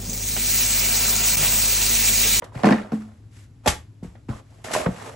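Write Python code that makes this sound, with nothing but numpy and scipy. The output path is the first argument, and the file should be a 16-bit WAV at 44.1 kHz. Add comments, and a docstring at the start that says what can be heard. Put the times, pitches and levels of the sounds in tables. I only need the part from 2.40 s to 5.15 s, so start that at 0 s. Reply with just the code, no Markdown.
"""Rubble into a pail

Basement with a dirt floor, two close microphone ports. A shovelful of rubble drops into a plastic pail,
heard as dying modes of its air and wall; the steel blade is stabbed into the floor, boots step up and
push it through gravel: short detuned rings for thuds and knocks, random ticks for grit, small clacks
for gravel. Scattered reflections give the room; shaped noise gives its air and a low wavering hum."""
import sys
import numpy as np
from scipy import signal
from scipy.fft import rfft, irfft, next_fast_len
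from scipy.io import wavfile
from scipy.ndimage import uniform_filter1d

SR = 44100
rng = np.random.default_rng(int(sys.argv[2]) if len(sys.argv) > 2 else 0)


def attenuation_scalar(level_db):
    """Turn a level in dB into a linear amplitude multiplier (20 dB per decade)."""
    decades = np.asarray(level_db, float) / 20
    return 10 ** decades


def persist_wave(psi):
    """Save psi, clipped to +-1, as 16-bit WAV."""
    counts = np.round(np.clip(psi, -1, 1) * 32767).astype(np.int16)
    wavfile.write(sys.argv[1], SR, np.atleast_2d(counts).T)


N = 121275  # samples

# Lumps landing in the pail: t/s, relative level/dB, hardness/0-1
LUMPS = [(.234, -8.5, 0.71), (.243, -3.5, 0.64), (.254, -1, 0.4), (.268, -2.5, .6), (.288, -6.5, 0.7),
         (.308, -2, 0.45), (.323, -4, 0.5), (0.349, -14, 0), (.383, -24.5, 0.81), (.519, -14.5, 0.31),
         (0.532, -9.5, 0)]
# Modes of the pail, its air first, then its wall: f/Hz, relative level/dB, t60/s
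PAIL_MODES = [(215.5, -6.5, 0.38), (208.3, 0, 0.063), (272, -6.5, 0.091), (407.3, -10, 0.051),
              (665, -15, 0.078), (962, -25.5, 0.1), (1900, -12, 0.034)]
# Dull blows of blade and boots on the dirt floor: t/s, main mode level/dB, f/Hz, t60/s
THUDS = [(.155, -22, 121, 0.091), (1.262, -22, 248, 0.051), (1.272, -15, 79.4, 0.23),
         (1.625, -24.5, 186.4, 0.073), (1.647, -28, 178, 0.035), (1.665, -34, 70.5, 0.24),
         (1.886, -22, 218.4, 0.12), (1.892, -15.5, 109, 0.071), (2.461, -13.5, 167, 0.079),
         (2.484, -17.5, 192, 0.13)]
# Stones knocking the blade or each other: t/s, main mode level/dB, f/Hz
KNOCKS = [(.022, -29, 957), (.023, -32.5, 467), (0.121, -43, 990), (0.191, -41, 1040), (.243, -9.5, 741),
          (.447, -35, 630), (1.259, -17, 713), (1.273, -11, 847), (1.275, -13.5, 3370), (1.643, -40.5, 483),
          (1.932, -36, 1056), (2.272, -30.5, 633), (2.284, -28.5, 1820), (2.308, -26.5, 643),
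          (2.35, -15, 1000), (2.36, -14.5, 621), (2.401, -26, 701), (2.463, -23.5, 1905),
          (2.461, -26.5, 924), (2.462, -22, 478), (2.611, -39.5, 1780), (2.677, -38.5, 603)]
# Loose material jolted by a blow, sudden and dying: t/s, fine grit level/dB, coarse gravel level/dB, t60/s
SPILLS = [(0.018, -65, -33, 0.17), (0.04, -38.5, -53, 0.046), (0.144, -59, -37, 0.24),
          (0.249, -39, -21, 0.48), (0.517, -55, -46.5, 0.7), (1.258, -27.5, -14, 0.11),
          (1.273, -17, -29, 0.13), (1.627, -58, -52.5, 0.45), (1.748, -83, -40.5, 0.07),
          (1.883, -55.5, -37, 0.25), (2.24, -41, -37.5, 0.31), (2.312, -35.5, -38, 0.17),
          (2.332, -24, -29.5, 0.2), (2.458, -52, -11, 0.039)]
# Loose material dragged or pouring, swelling and fading:
# start t/s, length/s, fine grit level/dB, coarse gravel level/dB
DRAGS = [(0.119, 0.17, -55.5, -42), (0.302, 0.44, -90, -55.5), (.9, .18, -60, -73.5),
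         (1.882, .14, -57, -49.5), (2.015, 0.3, -67, -62), (1.233, 0.096, -55.5, -43.5),
         (2.275, 0.2, -40, -29.5), (2.394, 0.41, -52.5, -43.5), (2.644, 0.067, -50, -40.5)]
# Colour of the fine grit: f/Hz, relative level/dB
GRIT_COLOUR = [(1000, -5), (1800, -1), (4500, -7.5), (8500, -6.5), (11500, -11)]
# Colour of the coarse gravel, by pitch of stone: f/Hz, relative level/dB
GRAVEL_COLOUR = [(200, -3.5), (600, 6), (1100, -0.5), (2000, -8.5), (3000, -19.5), (6000, -32)]
# Colour of the basement air: f/Hz, relative level/dB
AIR_COLOUR = [(25, -8.5), (120, -6.5), (185, -20), (260, -16.5), (470, -32), (1290, -41), (4280, -47),
              (11500, -51.5)]
# Decay of the room: f/Hz, t60/s
ROOM_DECAY = [(100, 0.29), (9000, 0.22)]
# Likeness of the two channels: f/Hz, likeness/0-1
LIKENESS = [(250, 0.98), (600, 0.098), (1500, .58), (4000, 0.35), (6200, 0.62)]
# Phase between the microphone ports: f/Hz, left lead/rad
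PORT_PHASE = [(7500, 0), (8100, .6), (8900, np.pi), (9800, np.pi), (10800, 2 * np.pi)]
# Balance of the microphone ports: f/Hz, left minus right/dB
PORT_BALANCE = [(150, 2), (600, -3.5), (2500, 1)]

PAIL_DB, WALL_SCATTER = -6, 0.082  # scatter: relative pitch spread of the wall modes
CHOKE_DB_PER_S = 354.5  # extra decay of a ring once the next lump has landed
KNOCK_T60_CYCLES, STONE_T60_CYCLES = 45, 16.4
THUD_RISE_CYCLES = 0.26  # how slowly soft dirt takes a blow
SPILL_RISE_S = 0.0055
CRUMBLE_DB, CRUMBLE_T60_S = -16, 0.087  # gravel shed by a lump of hardness 0.5, relative to the lump
CLUMP_DB, CLUMP_S = 1.5, 0.01  # rms unevenness of the gravel, length of its smoothing
GRIT_PER_S, GRIT_SPREAD_DB = 8000, 1  # per channel
GRAVEL_PER_S, GRAVEL_SPREAD_DB = 1500, 2.5
ROOM_DB, AIR_DB = -9, -48.5
HUM_HZ, HUM_WIDTH_HZ, HUM_DB = 106, 16, -49.5
TWIN_HZ = 7000  # above this the two channels are alike
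OVERLOAD = 1.1  # full-scale units; the input stage rounds off peaks near this level
LOW_CUT_HZ, TOP_HZ = 57.4, 11750
BASS_LAG_S, LAG_SLOPE = 0.005, 0.88  # delay at 200 Hz, exponent of its growth towards the bass


def pail():
    """The air in the pail rings alike for every lump; wall modes change with the spot; soft lumps lose the top."""
    out = np.zeros(N)
    t = np.arange(SR // 2) / SR
    spots = rng.standard_normal((len(LUMPS), len(PAIL_MODES), 2))
    spots[:, :2] = 0  # the two air modes stay put
    gaps = np.diff([row[0] for row in LUMPS] + [N / SR])
    for (s, db, hard), spot, gap in zip(LUMPS, spots, gaps):
        choke = attenuation_scalar(-CHOKE_DB_PER_S * np.maximum(t - gap, 0))
        for (hz, mode_db, t60), (level_shift, pitch_shift) in zip(PAIL_MODES, spot):
            hardness_db = 12 * (hard - 0.5) * np.log2(hz / PAIL_MODES[0][0])
            level_db = db + PAIL_DB + mode_db + hardness_db + 3 * level_shift
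            add(out, s, choke * ring(hz * (1 + WALL_SCATTER * pitch_shift), level_db, t60))
    return coloured(out, lambda hz: 1 / (1 + (140 / (hz + 1)) ** 4))


def thuds():
    """Blade and boots strike the dirt floor, whose softness rounds the attack."""
    return blows(THUDS, smear=0.26, rise_cycles=THUD_RISE_CYCLES)


def knocks():
    """Stones knock with a sharp attack and ring for a fixed number of cycles."""
    table = [(s, db, hz, KNOCK_T60_CYCLES / hz) for s, db, hz in KNOCKS]
    return blows(table, smear=0.17)


def blows(table, smear, rise_cycles=0):
    """Short rings, each a main mode with two weaker, faster-dying detuned neighbours."""
    out = np.zeros(N)
    t = np.arange(SR // 2) / SR
    detunings = rng.uniform(0.62, 1, (len(table), 2))
    for (s, db, hz, t60), (up, down) in zip(table, detunings):
        modes = ring(hz, db, t60)
        modes += ring(hz * (1 + smear * up), db - 9, t60 / 2)
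        modes += ring(hz * (1 - smear * down), db - 10.5, t60 / 2)
        rise = np.minimum(t * hz / max(rise_cycles, 1 / SR), 1)
        add(out, s, modes * np.sin(np.pi / 2 * rise) ** 2)
    return out


def slide():
    """Fine grit hisses along the blade, coarse gravel crunches."""
    fine, coarse = motion()
    grit = grains(GRIT_PER_S, GRIT_SPREAD_DB, GRIT_COLOUR)
    gravel = stones()
    hiss = fine * grit / band_rms(grit, 3000, 8500)
    crunch = coarse * gravel / band_rms(gravel, 500, 2500)
    return hiss + crunch


def motion():
    """Strength of grit and gravel over time: powers of spills, drags and crumbling lumps add up."""
    t, power = np.arange(N) / SR, np.zeros((2, N))
    for s, grit_db, gravel_db, t60 in SPILLS:
        since = np.maximum(t - s, 0)
        decay = attenuation_scalar(np.array([[grit_db], [gravel_db]]) - 60 * since / t60)
        power += (decay * np.minimum(since / SPILL_RISE_S, 1)) ** 2
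    for s, length, grit_db, gravel_db in DRAGS:
        swell = np.sin(np.pi * np.clip((t - s) / length, 0, 1))
        power += (attenuation_scalar(np.array([[grit_db], [gravel_db]])) * swell) ** 2
    for s, db, hard in LUMPS:  # hard lumps shed the most gravel
        decay = attenuation_scalar(db + CRUMBLE_DB - 60 * np.maximum(t - s, 0) / CRUMBLE_T60_S)
        power[1] += (t > s) * (2 * hard * decay) ** 2
    clumps = evened(uniform_filter1d(rng.standard_normal(N), round(CLUMP_S * SR)))
    return np.sqrt(power) * attenuation_scalar(CLUMP_DB * clumps * np.array([[0.8], [1]]))  # grit clumps less


def grains(per_s, spread_db, spectrum):
    """Random ticks of uneven size with the given colour, scattered left and right."""
    size = attenuation_scalar(spread_db * np.minimum(rng.exponential(1, (2, N)), 5))
    size = size * rng.choice([-1., 1.], (2, N))
    ticks = paired(*(size * (rng.random((2, N)) < per_s / SR)))
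    return coloured(ticks, lambda hz: attenuation_scalar(read(spectrum, hz)))


def stones(count=24):
    """Each stone gives a short clack at one of count pitches, left or right."""
    size = attenuation_scalar(GRAVEL_SPREAD_DB * np.minimum(rng.exponential(1, (2, N)), 4))
    size = size * (rng.random((2, N)) < GRAVEL_PER_S / SR)
    kind, out = rng.integers(0, count, (2, N)), np.zeros((2, N))
    for k, hz in enumerate(np.geomspace(GRAVEL_COLOUR[0][0], GRAVEL_COLOUR[-1][0], count)):
        clack = ring(hz, read(GRAVEL_COLOUR, hz), STONE_T60_CYCLES / hz)[:4096]
        out += signal.oaconvolve(size * (kind == k), clack[None] * hz, axes=1)[:, :N]
    return paired(*out)


def room(x):
    """Scattered reflections, each band dying at its own speed."""
    taps = np.zeros((2, SR // 2))
    starts = np.arange(200, SR // 2 - 20, 20)  # one reflection in every 20 samples
    at = starts + rng.integers(0, 20, (2, len(starts)))
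    np.put_along_axis(taps, at, rng.choice([-1., 1.], at.shape), 1)
    hz, t, bands = signal.stft(taps, SR, nperseg=256)
    decay = attenuation_scalar(-60 * t / read(ROOM_DECAY, hz)[:, None])
    tail = signal.istft(bands * decay, SR, nperseg=256)[1]
    tail = tail / np.linalg.norm(tail[0])
    return paired(*signal.fftconvolve(x[None], tail, axes=1)[:, :N])


def basement_air():
    """A soft broadband floor, and a wavering hum made of narrow-band noise, equal in both channels."""
    a, b, c = rng.standard_normal((3, N))
    hum = coloured(c, lambda hz: 1 / (1 + (2 * (hz - HUM_HZ) / HUM_WIDTH_HZ) ** 2))
    air = coloured(paired(a, b), lambda hz: attenuation_scalar(read(AIR_COLOUR, hz)))
    return attenuation_scalar(AIR_DB) * evened(air) + attenuation_scalar(HUM_DB) * evened(hum)


def ring(hz, db, t60):
    """One dying mode, half a second long; t60 is at least 10 ms."""
    t = np.arange(SR // 2) / SR
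    return attenuation_scalar(db - 60 * t / max(t60, 0.01)) * np.sin(2 * np.pi * hz * t)


def paired(a, b):
    """Two channels that are alike in the bass and the top treble and differ between."""
    def like(hz):
        return np.where(hz > TWIN_HZ, 1, np.clip(read(LIKENESS, hz), 0, 1))

    right = coloured(a, like) + coloured(b, lambda hz: np.sqrt(1 - like(hz) ** 2))
    return np.array([a, right])


def add(mix, s, sound):
    """Mixes a sound in at a time in seconds."""
    part = mix[round(s * SR):][:len(sound)]
    part += sound[:len(part)]


def evened(x):
    """Scales to rms 1."""
    return x / np.sqrt(np.mean(x ** 2) + 1e-20)


def read(points, hz):
    """Reads a table on a log-frequency axis."""
    f, value = np.transpose(points)
    return np.interp(np.log(hz + 1), np.log(f + 1), value)


def coloured(x, gain):
    """Filters by a complex gain given as a function of Hz."""
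    size = next_fast_len(N + 8192)
    return irfft(rfft(x, size) * gain(np.fft.rfftfreq(size, 1 / SR)), size)[..., :N]


def band_rms(x, lo_hz, hi_hz):
    """Level inside a band."""
    return np.std(coloured(x, lambda hz: (hz > lo_hz) & (hz < hi_hz)))


def scene():
    """All sources in the basement; blows in the centre, loose material spread wide."""
    struck = pail() + thuds() + knocks()
    loose = slide()
    reflections = attenuation_scalar(ROOM_DB) * room(struck + loose[0])
    return struck + loose + reflections + basement_air()


def band_limit(x):
    """A steep low-pass at the top of the band."""
    return signal.sosfilt(signal.butter(12, 12870, fs=SR, output="sos"), x)


def record(dry):
    """Soft overload and band limits; the bass arrives late; the two ports differ in phase and level."""
    side = np.array([[0.5], [-0.5]])  # each port takes half of the difference

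    def lag(hz):  # phase in rad, the integral of the delay over frequency
        power = 1 - LAG_SLOPE
        return 2 * np.pi * BASS_LAG_S * 200 * (hz / 200) ** power / power

    def ports(hz):
        low_cut = 1 / np.sqrt(1 + (LOW_CUT_HZ / (hz + 1)) ** 4)
        top_cut = 1 / (1 + (hz / TOP_HZ) ** 60)
        balance = attenuation_scalar(side * read(PORT_BALANCE, hz))
        phase = side * read(PORT_PHASE, hz) - lag(hz)
        return low_cut * top_cut * balance * np.exp(1j * phase)

    rounded = OVERLOAD * np.tanh(dry / OVERLOAD)
    return band_limit(coloured(rounded, ports))


dry = scene()
out = record(dry)
persist_wave(out)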